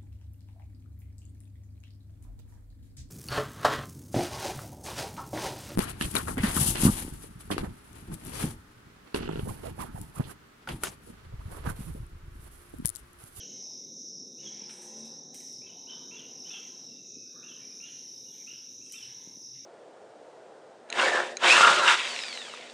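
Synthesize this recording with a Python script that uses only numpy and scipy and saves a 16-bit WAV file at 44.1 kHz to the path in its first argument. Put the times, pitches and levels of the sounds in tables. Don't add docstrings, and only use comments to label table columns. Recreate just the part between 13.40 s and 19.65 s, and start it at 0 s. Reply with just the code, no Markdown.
import sys
import numpy as np
from scipy import signal
from scipy.fft import rfft, irfft
from scipy.io import wavfile
from scipy.ndimage import uniform_filter1d, map_coordinates

SR = 44100
rng = np.random.default_rng(int(sys.argv[2]) if len(sys.argv) > 2 else 0)


def undo_db(level):
    steps = np.asarray(level, float) / 20
    return 10 ** steps


def to_wav(s):
    ch = np.atleast_2d(s).T
    pcm = np.round(np.clip(ch, -1, 1) * 32767)
    wavfile.write(sys.argv[1], SR, pcm.astype(np.int16))


N = 275625

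# (frequency [Hz], level per Hz [dB])
WING_SPECTRUM = [(2500, -40), (4250, -40), (4560, -29), (5160, -3.5), (5470, 3), (5760, 5), (6200, 1.5),
                 (6430, -8), (6810, -15.5), (7380, -32.5), (7600, -33), (9880, -41), (16700, -120)]
# (lull time [s], lull level [dB], rise [s], crest level [dB])
SWELLS = [(-.3, -48, 0.24, -44), (0.089, -47, .15, -43.5), (.5, -48.5, .13, -44), (.92, -50.5, 0.14, -44),
          (1.38, -50.5, 0.17, -46), (1.89, -51, 0.2, -45), (2.31, -50, 0.23, -46.5),
          (2.83, -50, 0.29, -43.5), (3.2, -47, .12, -47), (3.64, -51, 0.053, -47), (4.0, -49.5, 0.44, -46),
          (4.45, -49, 0.13, -46), (4.94, -48.5, 0.099, -46.5), (5.45, -48.5, 0.21, -46.5),
          (5.93, -50, .11, -46.5), (6.4, -48, .1, -46)]
# (time [s], starting pitch [Hz], nearest singer against the rest [dB])
PHRASES = [(-.3, 5960, -6), (.1, 5980, -8.5), (0.518, 5853, -0.5), (1.05, 5957, 4), (1.47, 5872, 2),
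           (1.952, 5937, 3), (2.35, 5793, 0.5), (2.76, 5940, 0.5), (3.27, 5940, 4), (3.698, 5980, -12),
           (4.07, 5900, 4), (4.52, 5975, 3.5), (4.971, 6002, 4.5), (5.399, 5984, 6), (5.848, 5913, 1),
           (6.3, 5800, 0)]
# (time [s], held pitch [Hz], held level [dB], falling level [dB])
CHIRPS = [(0.979, 2930, -57.5, -44), (2.213, 2654, -59.5, -54), (2.47, 3064, -45, -51),
          (2.708, 2794, -48.5, -46.5), (3.043, 3050, -48.5, -45), (3.093, 2790, -45.5, -48),
          (4.026, 2806, -50, -53), (4.073, 2725, -56, -51), (4.401, 2834, -49.5, -55),
          (4.846, 2900, -63.5, -60), (5.069, 2830, -50, -60), (5.408, 2750, -59, -63),
          (5.5, 3050, -58, -49.5), (5.538, 2753, -48.5, -49)]
# (time [s], length [s], pitch [Hz], slide [Hz], level [dB])
WHISTLES = [(0, 0.038, 3156, -376, -42.5), (1.494, 0.26, 2660, -0.5, -69.5), (2.782, 0.08, 2900, -77, -51),
            (3.206, 0.026, 2430, -180, -54.5), (3.466, 0.19, 2730, -62, -64),
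            (3.64, 0.348, 2597, -70, -64.5), (3.86, 0.065, 1410, 300, -73.5),
            (3.939, 0.089, 1021, 531, -65), (4.21, 0.046, 2300, 74, -54.5), (4.29, 0.048, 2450, -30, -62),
            (4.483, 0.0406, 3150, -260, -53), (4.988, 0.045, 2360, -180, -63),
            (5.64, 0.032, 3500, -400, -68), (6.185, 0.079, 2330, -67, -69)]
# (frequency [Hz], level per Hz [dB])
GRIT_SPECTRUM = [(6500, -3), (7200, -6), (7500, -4.5), (8700, 2), (9700, -3.5), (11700, -0.5), (12800, -7),
                 (14800, -3.5), (15480, 7), (15800, -30)]
# (time [s], length [s], level [dB], top octave against it [dB])
DRAGS = [(.85, 0.45, -76.5, -9), (1.3, .09, -57.5, -18), (1.42, .03, -54, -15), (1.57, 0.034, -62, -17),
         (1.65, 0.0082, -62, -17), (1.95, 0.0092, -52.5, -12), (1.98, 0.09, -59, -13),
         (5.3, 0.097, -75.5, -10), (5.44, 0.053, -66, -26), (5.54, .02, -62, -21), (5.62, 0.057, -70, -22)]
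# (time [s], peak level [dB], lower part level [dB])
SLAPS = [
    (1.294, -62, -55),
    (1.418, -47, -70),
    (1.6551, -53, -74),
    (1.9444, -41, -68),
    (2.0028, -46, -70),
    (2.1256, -51.5, -97),
    (2.1849, -66, -91),
    (2.9966, -58, -88),
    (5.497, -51, -75),
    (5.5225, -37, -73),
]
# (time [s], level [dB], top octave against it [dB])
HISS = [(0, -77.5, -1), (.3, -77, 4), (.9, -83, 4.5), (1.85, -82, 3), (2.3, -83, 8.5), (2.95, -78, 6.5),
        (3.1, -68, 0), (3.5, -72, -1.5), (3.75, -79.5, 4.5), (4.25, -74, 5), (5.0, -77.5, 10),
        (5.4, -81, 8.5), (6.0, -78.5, 9.5), (6.25, -81.5, 6)]
# (time [s], peak level [dB])
BUMPS = [
    (1.22, -38),
    (3.768, -40.5),
    (4.112, -45),
    (4.272, -46),
    (5.13, -44),
    (5.873, -36),
    (5.972, -41),
]
# (time [s], firing rate [Hz], level [dB])
BIKE = [
    (0.7, 64, -70.5),
    (1.06, 68.64, -62.5),
    (1.38, 71.0, -65),
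    (1.566, 73.1, -57.5),
    (1.802, 77.6, -66),
    (1.992, 76.84, -62),
    (2.4, 74.5, -87),
]
# (order of the firing rate, level [dB])
EXHAUST_ORDERS = [(2, -5.5), (3, 2), (4, -29), (5, 0), (6, -5.5), (7, -3), (8, -10), (10, -32), (11, -13)]
# (time [s], hold [s], upper middle level [dB], middle against it [dB])
STIRS = [(0, 0.022, -59, -25), (1.03, 0.22, -59.5, -16), (1.3, 0.19, -63.5, -5), (1.95, .04, -65.5, -16),
         (2.25, 0.061, -68, -15), (2.5, 0.12, -68, -3.5), (2.75, 0.055, -60, -12), (3.08, 0.13, -59, -11),
         (3.97, .12, -82.5, 18), (4.2, 0.049, -65, -9), (4.47, 0.071, -60.5, -23),
         (4.95, 0.027, -61.5, -31), (5.13, 0.095, -65.5, -12), (5.61, 0.093, -58, -19),
         (6.15, 0.095, -65.5, -21)]
# (time [s], level [dB], its brighter part against it [dB])
TOWN = [(0.0, -57, -20), (0.28, -58.5, -12), (0.52, -56.5, -25.5), (1.02, -58.5, -16.5), (1.04, -58, -7.5),
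        (1.76, -58.5, -8), (2.14, -58.5, -13.5), (2.73, -56.5, -10.5), (3.46, -58.5, -13.5),
        (3.85, -58, -31), (4.02, -58, -13), (4.42, -61, -14.5), (4.92, -61, -16.5), (5.5, -63, -17),
        (5.87, -63, -6.5), (6.25, -63.5, -20)]
# (frequency [Hz], level per Hz [dB])
RUMBLE_SPECTRUM = [(12, -56), (20, -24), (27, -29), (86, -31), (100, -14), (128, 1), (216, -3), (251, 0.5),
                   (313, -7.5), (369, -5.5), (512, -9.5), (700, -24), (910, -41), (1540, -120)]

SYLLABLE_HZ, SWEEP_HZ = 43.98, 1182
SAG_DB, SINK_S = 1.5, 0.1
TIRED_HZ, TIRED_AT, HIDDEN_DB = 5565, .52, 8
LOW_CHOIR_DB = -66.06
HELD_S, SCOOP_HZ = 0.084, 552
FALL_AFTER_S, FALL_S, FALL_FROM, FALL_TO = .054, .055, 1.23, 1.04
TOUCH_DB_PER_S, LIFT_DB_PER_S = 1500, 132
OPEN_DB_PER_S, SHUT_DB_PER_S = 400, 38
SHUT_DB = (-81, -88)
DEEP_DB, DEEP_SWING_DB, DEEP_GAIN_DB_PER_S = -6, 2, 1.33
GATE_DB = -100
HALL_T60_S = 0.59
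CUTOFF_HZ = 16400


def choirs():
    near_db, centre_hz = phrasing()
    spread = rng.uniform(-1, 1, (7, 2))
    far = sum(undo_db(1.5 * drift(4.62))
              * cricket(SYLLABLE_HZ * (1 + 0.083 * a), centre_hz * (1 + .04 * b), SWEEP_HZ, duty=.75)
              for a, b in spread)
    near = cricket(SYLLABLE_HZ, centre_hz - 100, 0.7 * SWEEP_HZ, duty=.55)
    high = rms_one(far) + undo_db(np.minimum(near_db, 4.0)) * near
    mass = colour(rng.standard_normal(N), WING_SPECTRUM)
    high = colour(high + undo_db(-5.0) * hall(high), WING_SPECTRUM) + undo_db(-4) * mass

    lean_db = (centre_hz - 5770) / 120
    upper = band(high, 5770, 9000, order=1)
    lower = band(high, 3700, 5770, order=1)
    high = undo_db(lean_db) * upper + undo_db(-lean_db) * lower
    high /= np.sqrt(uniform_filter1d(high ** 2, size=6000))

    low = sum(undo_db(5.1 * drift(7.2)) * cricket(52 * (1 + .2 * a), 3850 + 60 * b, 460, duty=.8)
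              for a, b in spread)
    low = rms_one(band(low + undo_db(-7.5) * hall(low), 2900, 4060, order=4))
    return undo_db(swell()) * high + undo_db(LOW_CHOIR_DB) * low


def cricket(rate_hz, centre_hz, sweep_hz, duty):
    stroke = (np.cumsum(rate_hz * (1 + .04 * drift(9))) / SR + rng.random()) % 1
    along = np.clip(stroke / duty, 0, 1)
    pitch = centre_hz * (1 + .012 * drift(30)) + sweep_hz * (.5 - along)
    tone = np.sin(2 * np.pi * np.cumsum(pitch) / SR)
    return rms_one(np.sin(np.pi * along) ** 0.17 * tone)


def swell():
    knots = []
    for (s, lull_db, rise, crest_db), after in zip(SWELLS, SWELLS[1:]):
        crest_end = max(after[0] - SINK_S, s + rise + 0.0084)
        knots += [(s, lull_db), (s + rise, crest_db), (crest_end, crest_db - SAG_DB)]
    return in_time(knots)[0]


def phrasing():
    knots = []
    for (s, hz, near_db), after in zip(PHRASES, PHRASES[1:]):
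        tired_s = s + TIRED_AT * (after[0] - s)
        knots += [(s, near_db - HIDDEN_DB, hz), (tired_s, near_db, TIRED_HZ)]
    return in_time(knots + [(PHRASES[-1][0], -HIDDEN_DB, PHRASES[-1][1])])


def birds():
    dry = np.zeros(N)
    flutter, warble = undo_db(4.5 * drift(90)), 1 + .021 * drift(200)
    for s, length, start_hz, end_hz, scoop_hz, level_db in notes():
        at = np.arange(round(s * SR), min(N, round((s + length) * SR)))
        age = (at - at[0]) / SR
        pitch = start_hz + (end_hz - start_hz) * age / length - scoop_hz * np.exp(-age / 0.00792)
        turn = 2 * np.pi * np.cumsum(pitch * warble[at]) / SR
        voice = np.sin(turn) + undo_db(-21) * np.sin(turn / 2)
        breath = np.sin(np.pi * (age / length) ** 0.82) ** 0.49
        dry[at] += undo_db(level_db) * breath * voice
    rasp = rms_one(band(rng.standard_normal(N), 60, 390))
    dry *= flutter * (1 + 0.29 * rasp)
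    return undo_db(-4.5) * dry + undo_db(-5.5) * hall(dry)


def notes():
    held = [(s, HELD_S, hz, .99 * hz, SCOOP_HZ, db) for s, hz, db, _ in CHIRPS]
    falling = [(s + FALL_AFTER_S, FALL_S, FALL_FROM * hz, FALL_TO * hz, 0, db) for s, hz, _, db in CHIRPS]
    single = [(s, length, hz, hz + slide, 0, db) for s, length, hz, slide, db in WHISTLES]
    return held + falling + single


def sandals():
    hiss_db, top_db = in_time(HISS)
    drag_db, bright_db = (openings(DRAGS, k, TOUCH_DB_PER_S, LIFT_DB_PER_S) for k in (2, 3))
    grit = rng.standard_normal(N) * undo_db(0.45 * rng.exponential(1, N))
    grit = colour(streaky(grit, depth_db=6.0, hold=110), GRIT_SPECTRUM)
    lower = rms_one(band(grit, 4880, 9880, order=4))
    upper = rms_one(band(grit, 7800, 15000, order=4))
    hiss = (undo_db(hiss_db) + undo_db(drag_db)) * lower
    hiss += (undo_db(hiss_db + top_db) + undo_db(bright_db)) * upper

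    slaps = undo_db(-4.5) * burst(strikes(SLAPS, column=1), 0.04, 4500, 10500)
    slaps += undo_db(9.0) * burst(strikes(SLAPS, column=2), 0.078, 1820, 3670)
    slaps += undo_db(-9.5) * burst(strikes(SLAPS, column=1), 0.0055, 6700, 15000)
    return undo_db(-1.5) * hiss + slaps + undo_db(-2.5) * hall(slaps)


def hand():
    push = band(strikes(BUMPS, column=1) + 1e-18, 95, 410, order=1)
    return undo_db(31.5) * band(push, 150, 420, order=2)


def motorbike():
    firing_hz = in_time(BIKE)[0] * (1 + .013 * drift(25))
    turn = 2 * np.pi * np.cumsum(firing_hz) / SR
    level_db = in_time(BIKE, left=-120, right=-120)[1]
    level = uniform_filter1d(undo_db(level_db), size=4000)
    return level * sum(undo_db(db + 4.5 * drift(11)) * np.sin(order * turn + order ** 2)
                       for order, db in EXHAUST_ORDERS)


def air():
    breeze = streaky(rng.standard_normal(N), depth_db=4.0, hold=60)
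    town_db, bright_db = in_time(TOWN)
    upper_db, middle_db = (np.maximum(openings(STIRS, k + 2, OPEN_DB_PER_S, SHUT_DB_PER_S), SHUT_DB[k])
                           for k in range(2))
    bands = [(town_db + bright_db, 620, 1037), (middle_db - 2.0, 1150, 1720), (upper_db - 2.0, 1900, 4800)]
    return sum(undo_db(level_db + 0.95 * drift(12)) * rms_one(band(breeze, low_hz, high_hz, order=4))
               for level_db, low_hz, high_hz in bands)


def town():
    level_db = in_time(TOWN)[0] + 1.46
    deep_db = DEEP_DB + DEEP_SWING_DB * drift(8.6) + DEEP_GAIN_DB_PER_S * np.arange(N) / SR
    rumble = colour(rng.standard_normal(N), RUMBLE_SPECTRUM)
    deep = band(rumble, 26, 125, order=2)
    return undo_db(level_db + 0.87 * drift(9)) * (band(rumble, 166.5, 970) + undo_db(deep_db) * deep)


def hall(x):
    age = np.arange(SR) / SR
    tail = rng.standard_normal(len(age)) * undo_db(-60 * age / HALL_T60_S) * (age > .006)
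    return signal.fftconvolve(x, tail / np.sqrt(np.sum(tail ** 2)))[:N]


def streaky(x, depth_db, hold):
    cells = signal.stft(x, nperseg=512)[2]
    chance = uniform_filter1d(rng.standard_normal(cells.shape), size=hold, axis=1)
    return rms_one(signal.istft(cells * undo_db(depth_db * rms_one(chance)), nperseg=512)[1][:N])


def openings(rows, column, rise, fall):
    now = np.arange(N) / SR
    levels = []
    for row in rows:
        early = np.maximum(row[0] - now, 0)
        late = np.maximum(now - row[0] - row[1], 0)
        levels.append(sum(row[2:column + 1]) - rise * early - fall * late)
    return np.max(levels, axis=0)


def strikes(rows, column):
    clicks = np.zeros(N)
    clicks[[round(row[0] * SR) for row in rows]] = [undo_db(row[column]) for row in rows]
    return clicks


def burst(clicks, t60, low_hz, high_hz):
    fade = signal.lfilter([1], [1, -undo_db(-60 / (t60 * SR))], clicks + 1e-18)
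    return fade * rms_one(band(rng.standard_normal(N), low_hz, high_hz))


def drift(rate):
    knots, coarse = rng.standard_normal(1500), np.arange(0, N + 16, 16)
    curve = map_coordinates(knots, [coarse / SR * rate], order=3, mode="wrap")
    return np.interp(np.arange(N), coarse, curve)


def colour(x, points):
    hz, level_db = np.transpose(points)
    grid = np.arange(N // 2 + 1) * SR / N + 1
    bins = rfft(x)
    own = np.sqrt(uniform_filter1d(np.abs(bins) ** 2, size=900)) + 1e-9
    wanted_db = np.interp(np.log(grid), np.log(hz), level_db, left=-90, right=-90)
    return rms_one(irfft(bins / own * undo_db(wanted_db), N))


def band(x, low_hz, high_hz, order=2):
    return signal.sosfilt(signal.butter(order, [low_hz, high_hz], "band", fs=SR, output="sos"), x)


def in_time(rows, **ends):
    s, *columns = np.transpose(rows)
    return [np.interp(np.arange(N) / SR, s, c, **ends) for c in columns]


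def rms_one(x):
    return x / np.sqrt(np.mean(x ** 2) + 1e-20)


def gate(x):
    cells = signal.stft(x, nperseg=512)[2]
    power = uniform_filter1d(uniform_filter1d(np.abs(cells) ** 2, size=9, axis=2), size=3, axis=1)
    gain = 0.33 + 0.77 * power / (power + undo_db(2 * GATE_DB))
    return signal.istft(cells * gain, nperseg=512)[1][:, :N]


def scene():
    one = choirs() + birds() + sandals() + hand() + motorbike() + air() + town()
    return np.stack([one, one])


def roll_off(x):
    return signal.sosfilt(signal.butter(12, 15640, fs=SR, output="sos"), x)


def record(dry):
    dipped = dry - .9 * band(dry, 4280, 4620, order=1)
    top_cut = signal.cheby2(12, 70, CUTOFF_HZ, fs=SR, output="sos")
    mix = signal.sosfilt(top_cut, gate(dipped))
    return roll_off(mix)


dry = scene()
out = record(dry)
to_wav(out)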